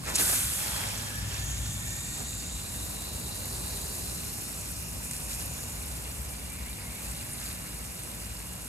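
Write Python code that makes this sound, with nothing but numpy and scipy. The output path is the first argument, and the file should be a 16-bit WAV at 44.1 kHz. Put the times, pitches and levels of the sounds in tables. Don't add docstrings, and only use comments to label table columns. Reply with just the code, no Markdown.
import sys
import numpy as np
from scipy import signal
from scipy.fft import rfft, irfft, next_fast_len
from scipy.io import wavfile

SR = 44100
rng = np.random.default_rng(int(sys.argv[2]) if len(sys.argv) > 2 else 0)


def bounce(signal):
    frames = np.transpose(np.atleast_2d(signal))
    limited = np.clip(frames, -1, 1)
    pcm = np.round(limited * 32767).astype(np.int16)
    wavfile.write(sys.argv[1], SR, pcm)


N = 382788

# t/s, jet hiss/dB, splash/dB, soil patter/dB
RUNNING_SPRAY = [(.52, -32.5, -38.5, -51), (.8, -37.5, -36, -44.5), (1.2, -44.5, -42, -50),
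                 (2.0, -42, -45.5, -52.5), (2.5, -45, -45.5, -51), (2.8, -39.5, -45, -48),
                 (3.05, -41.5, -46, -48), (3.6, -39, -45, -46.5), (4.2, -39, -44.5, -49.5),
                 (4.9, -42, -47, -51), (5.2, -40, -46, -48.5), (5.6, -41, -45.5, -48.5),
                 (6.6, -44.5, -47, -50), (7.3, -41.5, -45.5, -50), (8.68, -44.3, -46.5, -51)]
# hiss/dB, splash/dB, patter/dB
DRIBBLE_OFFSETS = (-8, 0, 10)
GUSH_OFFSETS = (5.5, 4, 7)
# middle t/s, half length/s, extra hiss/dB, extra splash/dB, extra patter/dB
SPRAY_SURGES = [(0.094, 0.014, 3.5, 2, 3.5), (0.201, 0.027, 1.5, 6, 2), (0.296, 0.013, 1, 3, 3),
                (0.33, .015, 1, 0, 5.5), (0.61, 0.05, 1.5, 0, 2.5), (1.353, 0.061, 1.5, 4, 2),
                (2.2, 0.046, 0, 3, 6.5), (5.047, 0.023, 4, 0.5, -1), (5.146, .03, 1.5, 1, -2),
                (5.323, 0.04, 3, 5, -1.5), (5.413, 0.023, 3, 6.5, 1.5), (7.057, 0.051, 1.5, 1, 1.5),
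                (7.457, 0.063, 1.5, 4, -1)]

# f/Hz, relative level per Hz/dB
HISS_COLOUR = [(4000, -29), (6000, 0), (6800, 0), (7500, 0.5), (8500, 3.5), (9500, 2.2), (11500, 3.5),
               (13000, 3), (14000, 3), (15700, -63)]
# f/Hz, relative level per Hz/dB
SPLASH_COLOUR = [(500, -8), (1000, -1), (1500, 1.5), (2100, 0), (2700, 2.5), (3100, -1.5), (4000, 1),
                 (5100, 1), (6300, -2), (7500, 3.5), (12000, -18), (14000, -28), (15000, -50)]
# f/Hz, relative level per Hz/dB
PATTER_COLOUR = [(150, -13), (320, 0), (420, 3), (750, 2.5), (1000, 2), (1400, -8.5), (2500, -41)]

# f/Hz, relative level per Hz/dB
DRUMMING_COLOUR = [(55, -21), (80, -5.5), (100, 3.5), (130, 0.5), (180, -2), (250, -7.5), (320, -13.5),
                   (600, -40.5)]
# f/Hz, relative level per Hz/dB
RUMBLE_COLOUR = [(20, -50), (31, -36), (40, -11), (52, 3.5), (65, 4.5), (80, -0.5), (110, -21), (250, -44)]
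# middle t/s, half length/s, centre f/Hz, width/Hz, level/dB
DRONE_SWELLS = [(1.35, 0.75, 99.9, 12, -42), (1.5, 0.41, 126.2, 16, -41.5), (1.55, 0.26, 57.4, 20, -40),
                (2.55, .5, 58, 22, -44), (3.595, 0.89, 80, 31, -46.5), (6.2, 0.7, 65, 11, -43.5)]
# f/Hz, rms level/dB
MACHINE_TONES = [(54, -50), (177, -60), (236, -58), (295, -62.5), (590, -69)]

# t/s, peak/dB, pitch f/Hz
SOIL_SLAPS = [(.036, -31, 600), (.196, -26, 420), (.212, -24, 803), (.278, -25.5, 960), (.298, -24.5, 600),
              (.333, -26, 800), (.519, -32, 704), (.587, -35, 600), (.661, -28, 700), (.762, -27, 940),
              (.866, -31, 600)]
# middle t/s, level/dB, half length/s, centre f/Hz
WATER_SPITS = [(0.09, -37, 0.032, 1590), (0.152, -30, 0.009, 4800), (0.161, -27.5, 0.009, 6200),
               (0.185, -30, 0.006, 4200), (0.211, -38, 0.021, 260), (0.201, -33, 0.005, 900),
               (5.1128, -29, 0.003, 7500), (5.113, -35.5, 0.0018, 2020)]
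# t/s, peak/dB, pitch f/Hz
SHARP_SNAPS = [(.1571, -8, 8000), (.1618, -8, 8000), (.199, -14, 8000), (5.0497, -28, 8000),
               (5.1128, -24, 8000), (5.1347, -17.5, 9000), (5.1655, -24.5, 8000), (5.313, -25, 8500),
               (5.375, -24, 8500), (5.389, -27, 10000), (5.46, -27, 8500), (6.572, -29, 9000),
               (6.6126, -31, 9000), (7.018, -30, 9000), (7.068, -28, 9000), (7.343, -26, 9500),
               (7.4005, -26, 8500), (7.85, -28, 9000), (8.116, -29, 9000), (8.2015, -28, 9000),
               (8.2345, -28, 9000), (8.534, -31, 9000)]
# loudest t/s, rise/s, fall/s, centre f/Hz,
# glide/(octaves per s), width/Hz, level before flicker/dB, phase by which left leads/rad
GROUND_HOLLOWS = [(0.279, 0.079, 0.16, 1545, 0.048, 280, -45, 0),
                  (.3, 0.18, 0.27, 3250, -.05, 900, -43.5, 0), (.75, 0.29, 0.22, 3340, -.05, 450, -47, 3),
                  (0.79, 0.17, 0.16, 1650, 0, 700, -47.5, -2.5),
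                  (0.73, 0.2, 0.27, 2250, .1, 220, -51, -2.5),
                  (1.15, 0.19, 0.38, 1715, .14, 90, -46.5, -2.5),
                  (.8, .45, 0.74, 5750, .03, 1300, -48.5, -1),
                  (0.92, 0.31, 0.33, 3120, 0.14, 250, -54.5, 2.5),
                  (1.5, 0.42, 0.84, 3306, .26, 640, -48.5, 0),
                  (1.48, 0.075, 0.21, 6700, .1, 1200, -42, -0.5),
                  (2.03, 0.67, 0.79, 7200, .08, 2100, -40.5, 0),
                  (2.0, 0.62, 0.33, 1835, .09, 74, -50.5, -1.5),
                  (1.98, 0.33, 0.25, 2340, 0.15, 230, -52.5, -2.5), (2.2, .3, 0.58, 4450, .1, 400, -53, 1),
                  (3.4, 2.2, 1.3, 4000, .085, 590, -49.5, 0.6), (3.65, 0.72, 0.55, 4650, 0.07, 340, -54, 2),
                  (4.9, 2.8, 1.25, 5650, .02, 1600, -50.5, 1), (4.0, 4.3, 1.9, 6950, -.01, 710, -52, 0.5),
                  (3.95, 0.092, 0.092, 6600, 0, 400, -51, 0), (4.58, .2, .13, 7800, 0, 450, -50, 0.5),
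                  (5.55, 0.29, .35, 6920, 0.075, 340, -50.5, -0.5), (5.1, 1.1, .8, 2520, 0, 350, -56.5, 0),
                  (3.67, 0.81, 1.1, 390, 0, 99, -53, 0), (5.2, 2.4, 3.4, 3300, 0.034, 1000, -61, -0.5),
                  (6.9, 1.45, 1.6, 2270, -.01, 820, -54, 0.5)]

# t/s, level/dB
LAWN_LEVELS = [(.48, -69), (.6, -47), (.8, -45), (1.1, -56), (1.5, -57), (2.2, -58), (2.5, -75),
               (2.8, -100)]
# f/Hz, relative level per Hz/dB
LAWN_COLOUR = [(450, -14), (850, 15), (1300, -6), (2300, -1), (2800, -14), (3500, -37)]
# middle t/s, half length/s, pitch there f/Hz, rise/(Hz per s), level before flutter/dB
BIRD_WHISTLES = [(6.11, .022, 2500, 2500, -54), (6.335, .018, 2345, 2000, -53.5),
                 (6.518, .024, 2345, 1500, -51), (6.665, .018, 2110, 9000, -53.5),
                 (6.703, .02, 2335, 4000, -50.5), (6.865, .024, 2110, 2000, -51),
                 (6.907, .022, 2265, 6500, -52.5), (6.975, .02, 2250, 4000, -55),
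                 (7.012, .014, 2500, 9000, -54.5), (7.075, .018, 2590, 7000, -52.5)]

# f/Hz, likeness/(0 to 1)
PORT_LIKENESS = [(60, .97), (130, .88), (280, .62), (600, .45), (1100, .4), (2200, .5), (3200, .7),
                 (4500, .6), (5800, .3), (6500, .7), (7000, .98), (9500, .99), (10000, .88), (15000, .9)]
# f/Hz, phase by which left leads/rad
PORT_LEAD = [(100, 0), (260, -.2), (500, -1.1), (1000, -2.2), (1600, -1.2), (2500, -1.3), (3100, -2.7),
             (4000, -1.7), (5200, -2.5), (6200, -.1), (9500, 0), (10500, .8), (12000, 1.6), (14500, 3),
             (15700, 3.3)]
# f/Hz, level by which left is louder/dB
PORT_LEVEL = [(110, 1.8), (200, 1.5), (380, -0.5), (600, -3), (1300, -2), (2400, 0), (4400, -1.8),
              (8000, -0.5)]
# f/Hz, level/dB
MIC_TREBLE = [(5500, -0.5), (6550, -2.5), (6850, 1), (7600, 0.5)]

TIME = np.arange(N) / SR
FFT_SIZE = next_fast_len(N, real=True)
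BIN_HZ = np.maximum(np.fft.rfftfreq(FFT_SIZE, 1 / SR), 1)
SIDES = np.array([[1], [-1]]) / 2


def from_db(db):
    return 10 ** (np.asarray(db) / 20)


def rms_one(x):
    return x / np.sqrt(np.mean(x ** 2) + 1e-20)


def in_time(rows):
    s, *columns = np.transpose(rows)
    return [np.interp(TIME, s, column) for column in columns]


def at_hz(points, hz):
    f, value = np.transpose(points)
    return np.interp(np.log(hz), np.log(np.sort(f)), value)


def filtered(x, response):
    return irfft(rfft(x, FFT_SIZE) * response, FFT_SIZE)[..., :N]


def bell(s, half):
    return np.exp(-np.minimum(((TIME - s) / half) ** 2, 20))


def drift(rate_hz):
    r = np.exp(-100 * np.pi * rate_hz / SR)
    noise = rng.standard_normal(N // 50 + 2002)
    slow = signal.lfilter([1], [1, -2 * r, r * r], noise)[2000:]
    return np.interp(np.arange(N) / 50, np.arange(len(slow)), rms_one(slow))


def resonate(x, hz, width_hz):
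    r = np.exp(-np.pi * width_hz / SR)
    forward = np.array([1, 0, -1]) * (1 - r * r) / 2
    feedback = [1, -2 * r * np.cos(2 * np.pi * hz / SR), r * r]
    return signal.lfilter(forward, feedback, x + 1e-18)


def at_ports(three, spectrum):
    alike = np.clip(at_hz(PORT_LIKENESS, BIN_HZ), 0, 1)
    colour = from_db(at_hz(spectrum, BIN_HZ))
    shared = filtered(three[0], colour * np.sqrt(alike))
    own = filtered(three[1:], colour * np.sqrt(1 - alike))
    return rms_one(shared + own)


def rush(spectrum):
    return at_ports(rng.standard_normal((3, N)), spectrum)


def impacts(per_s, spread_db, count=3):
    out = np.zeros((count, N))
    for train in out:
        at = rng.integers(0, N, int(per_s * N / SR))
        size = np.minimum(rng.exponential(1, len(at)), 5.2)
        train[at] = from_db(spread_db * size) * rng.choice([-1, 1], len(at))
    return out


def droplets(spectrum, low_hz, high_hz, per_s, spread_db, sharpness, clump_db, count=10):
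    out = 0
    for hz in np.geomspace(low_hz, high_hz, count):
        rings = resonate(impacts(per_s / count, spread_db), hz, hz / sharpness)
        out = out + rings * from_db(clump_db * drift(28))
    return at_ports(out, spectrum)


def hits(rows, decay_s, relative_width):
    out = np.zeros(N)
    age = TIME[:2048]
    for s, peak_db, hz in rows:
        noise = rng.standard_normal(len(age)) * np.exp(-age / decay_s)
        burst = resonate(noise, hz, hz * relative_width)
        at = int(s * SR)
        out[at:at + len(age)] += from_db(peak_db) * burst / np.abs(burst).max()
    return out


def spray_gains():
    dribble_rise_s, dribble_rise_db = 0.079, 11.5
    open_s, attack_s, hold_s, release_s = 0.16, 0.036, 0.16, 0.13
    opening_s = [0, dribble_rise_s, *np.cumsum([open_s, attack_s, hold_s, release_s])]
    opening_db = []
    for dribble, gush in zip(DRIBBLE_OFFSETS, GUSH_OFFSETS):
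        levels_db = [dribble - dribble_rise_db, dribble, dribble, gush, gush, 0]
        opening_db.append(np.interp(TIME, opening_s, levels_db))
    surge_db = sum(np.outer(extra_db, bell(s, half)) for s, half, *extra_db in SPRAY_SURGES)
    return from_db(np.array(in_time(RUNNING_SPRAY)) + opening_db + surge_db)


def jets(gain, mist_db=-2.5, ticks_db=-7.5, beads_db=-6, flutter_db=1.0):
    ticks = at_ports(impacts(per_s=1900, spread_db=2.5), HISS_COLOUR)
    beads = droplets(HISS_COLOUR, low_hz=7100, high_hz=13700, per_s=3600, spread_db=3.5,
                     sharpness=9.2, clump_db=4.0, count=8)
    fan = from_db(mist_db) * rush(HISS_COLOUR) + from_db(ticks_db) * ticks + from_db(beads_db) * beads
    fluttering_fan = fan * from_db(flutter_db * drift(39))
    merge_above_db, merge_slope = -41, 0.7
    grain = np.minimum(from_db(merge_above_db) / gain, 1) ** merge_slope
    smooth_mist = np.sqrt(1 - grain ** 2) * rush(HISS_COLOUR)
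    return gain * (grain * fluttering_fan + smooth_mist)


def splash(wash_db=-5.5, drops_db=-1.5):
    drops = droplets(SPLASH_COLOUR, low_hz=1100, high_hz=6500, per_s=4500, spread_db=3.1,
                     sharpness=9, clump_db=2.0, count=14)
    flutter = from_db(0.35 * drift(14))
    return (from_db(wash_db) * rush(SPLASH_COLOUR) + from_db(drops_db) * drops) * flutter


def patter():
    return at_ports(impacts(per_s=2500, spread_db=2.5), PATTER_COLOUR)


def rumble(start_db=-43.5, ebb_db_per_s=0.5):
    dip_db = 8 * bell(4.5, 0.17)
    return from_db(start_db - ebb_db_per_s * TIME - dip_db) * rush(RUMBLE_COLOUR)


def drumming(start_db=-42.5, ebb_db_per_s=0.35):
    return from_db(start_db - ebb_db_per_s * TIME) * rush(DRUMMING_COLOUR)


def drones():
    out = 0
    for s, half, hz, width_hz, level_db in DRONE_SWELLS:
        once = resonate(rng.standard_normal(N), hz, width_hz)
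        band = resonate(once, hz, width_hz)
        out = out + from_db(level_db) * bell(s, half) * rms_one(band)
    return out


def machine(wander_share=0.0013, waver_db=2.5):
    turns = 2 * np.pi * np.cumsum(1 + wander_share * drift(6.6)) / SR
    out = 0
    for hz, level_db in MACHINE_TONES:
        gain = from_db(level_db + waver_db * drift(2.1))
        out = out + np.sqrt(2) * gain * np.sin(hz * turns)
    return out


def yard():
    return rumble() + drumming() + drones() + machine()


def whistle(pitch_hz=2825, wander_hz=2.24, level_db=-60.3, waver_db=1.8, build_s=1.0, left_lead_rad=0.85):
    build = 1 - np.exp(-TIME / build_s)
    turn = 2 * np.pi * np.cumsum(pitch_hz + wander_hz * drift(7.5)) / SR
    gain = build * from_db(level_db + waver_db * drift(19.0))
    return np.sqrt(2) * gain * np.sin(turn + SIDES * left_lead_rad)


def slaps():
    return hits(SOIL_SLAPS, decay_s=0.0051, relative_width=0.94)


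def spits(relative_width=0.92):
    crackle = impacts(per_s=20000, spread_db=2.0, count=1)[0]
    out = 0
    for s, level_db, half, hz in WATER_SPITS:
        once = resonate(crackle, hz, hz * relative_width)
        puff = resonate(once, hz, hz * relative_width)
        out = out + from_db(level_db) * bell(s, half) * rms_one(puff)
    return out


def hollow(hz, width_hz, apart, lead, per_s=2000, spread_db=2.0):
    drops = impacts(per_s, spread_db, count=4).reshape(2, 2, N)
    mid, side = filtered(drops, 1 / (1 + (2 * BIN_HZ / width_hz) ** 2))
    cosine, sine = np.swapaxes(np.array([mid + apart * side, mid - apart * side]), 0, 1)
    turn = 2 * np.pi * np.cumsum(hz) / SR + SIDES * lead
    return rms_one(cosine * np.cos(turn) + sine * np.sin(turn))


def hollows(flicker_db=1.1, wander_octaves=0.012):
    out = 0
    for s, rise, fall, hz, glide, width_hz, level_db, lead in GROUND_HOLLOWS:
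        alike = np.clip(at_hz(PORT_LIKENESS, hz), 0, 1)
        apart = np.sqrt((1 - alike) / (1 + alike))
        octaves = glide * (TIME - s) + wander_octaves * drift(6)
        ringing = hollow(hz * 2 ** octaves, width_hz, apart, lead)
        swell = bell(s, np.where(TIME < s, rise, fall))
        out = out + from_db(level_db + flicker_db * drift(9)) * swell * ringing
    return out


def splatter(peak_s=0.22, rise_s=0.03, fall_s=0.22, level_db=-40):
    drops = droplets(SPLASH_COLOUR, low_hz=1500, high_hz=6000, per_s=700, spread_db=3.0,
                     sharpness=7, clump_db=4.0, count=6)
    swell = bell(peak_s, np.where(TIME < peak_s, rise_s, fall_s))
    return from_db(level_db) * swell * drops


def snaps():
    return hits(SHARP_SNAPS, decay_s=0.0003, relative_width=0.8)


def lawn(left_delay_s=0.00018):
    level_db, = in_time(LAWN_LEVELS)
    rustle = at_ports(impacts(per_s=3500, spread_db=2.0), LAWN_COLOUR)
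    delays_s = np.array([[left_delay_s], [0]])
    return from_db(level_db) * filtered(rustle, np.exp(-2j * np.pi * BIN_HZ * delays_s))


def bird(wobble_hz=10, flutter_db=0.8):
    wobble = wobble_hz * drift(80)
    out = 0
    for s, half, hz, rise_hz_per_s, level_db in BIRD_WHISTLES:
        pitch_hz = hz + wobble + rise_hz_per_s * (TIME - s)
        turn = 2 * np.pi * np.cumsum(pitch_hz) / SR
        out = out + np.sqrt(2) * from_db(level_db) * bell(s, half) * np.sin(turn)
    return out * from_db(flutter_db * drift(40))


def scene():
    hiss_gain, splash_gain, patter_gain = spray_gains()
    water = jets(hiss_gain) + splash_gain * splash() + patter_gain * patter()
    water = water + splatter() + lawn() + slaps() + spits() + snaps()
    return water + hollows() + whistle() + yard() + bird()


def record(dry):
    phase = np.exp(1j * SIDES * at_hz(PORT_LEAD, BIN_HZ))
    balance = from_db(SIDES * at_hz(PORT_LEVEL, BIN_HZ))
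    treble = from_db(at_hz(MIC_TREBLE, BIN_HZ))
    cutoff_hz = 15700
    top_cut = 1 / np.sqrt(1 + (BIN_HZ / cutoff_hz) ** 240)
    return filtered(dry, phase * balance * treble * top_cut)


dry = scene()
out = record(dry)
bounce(out)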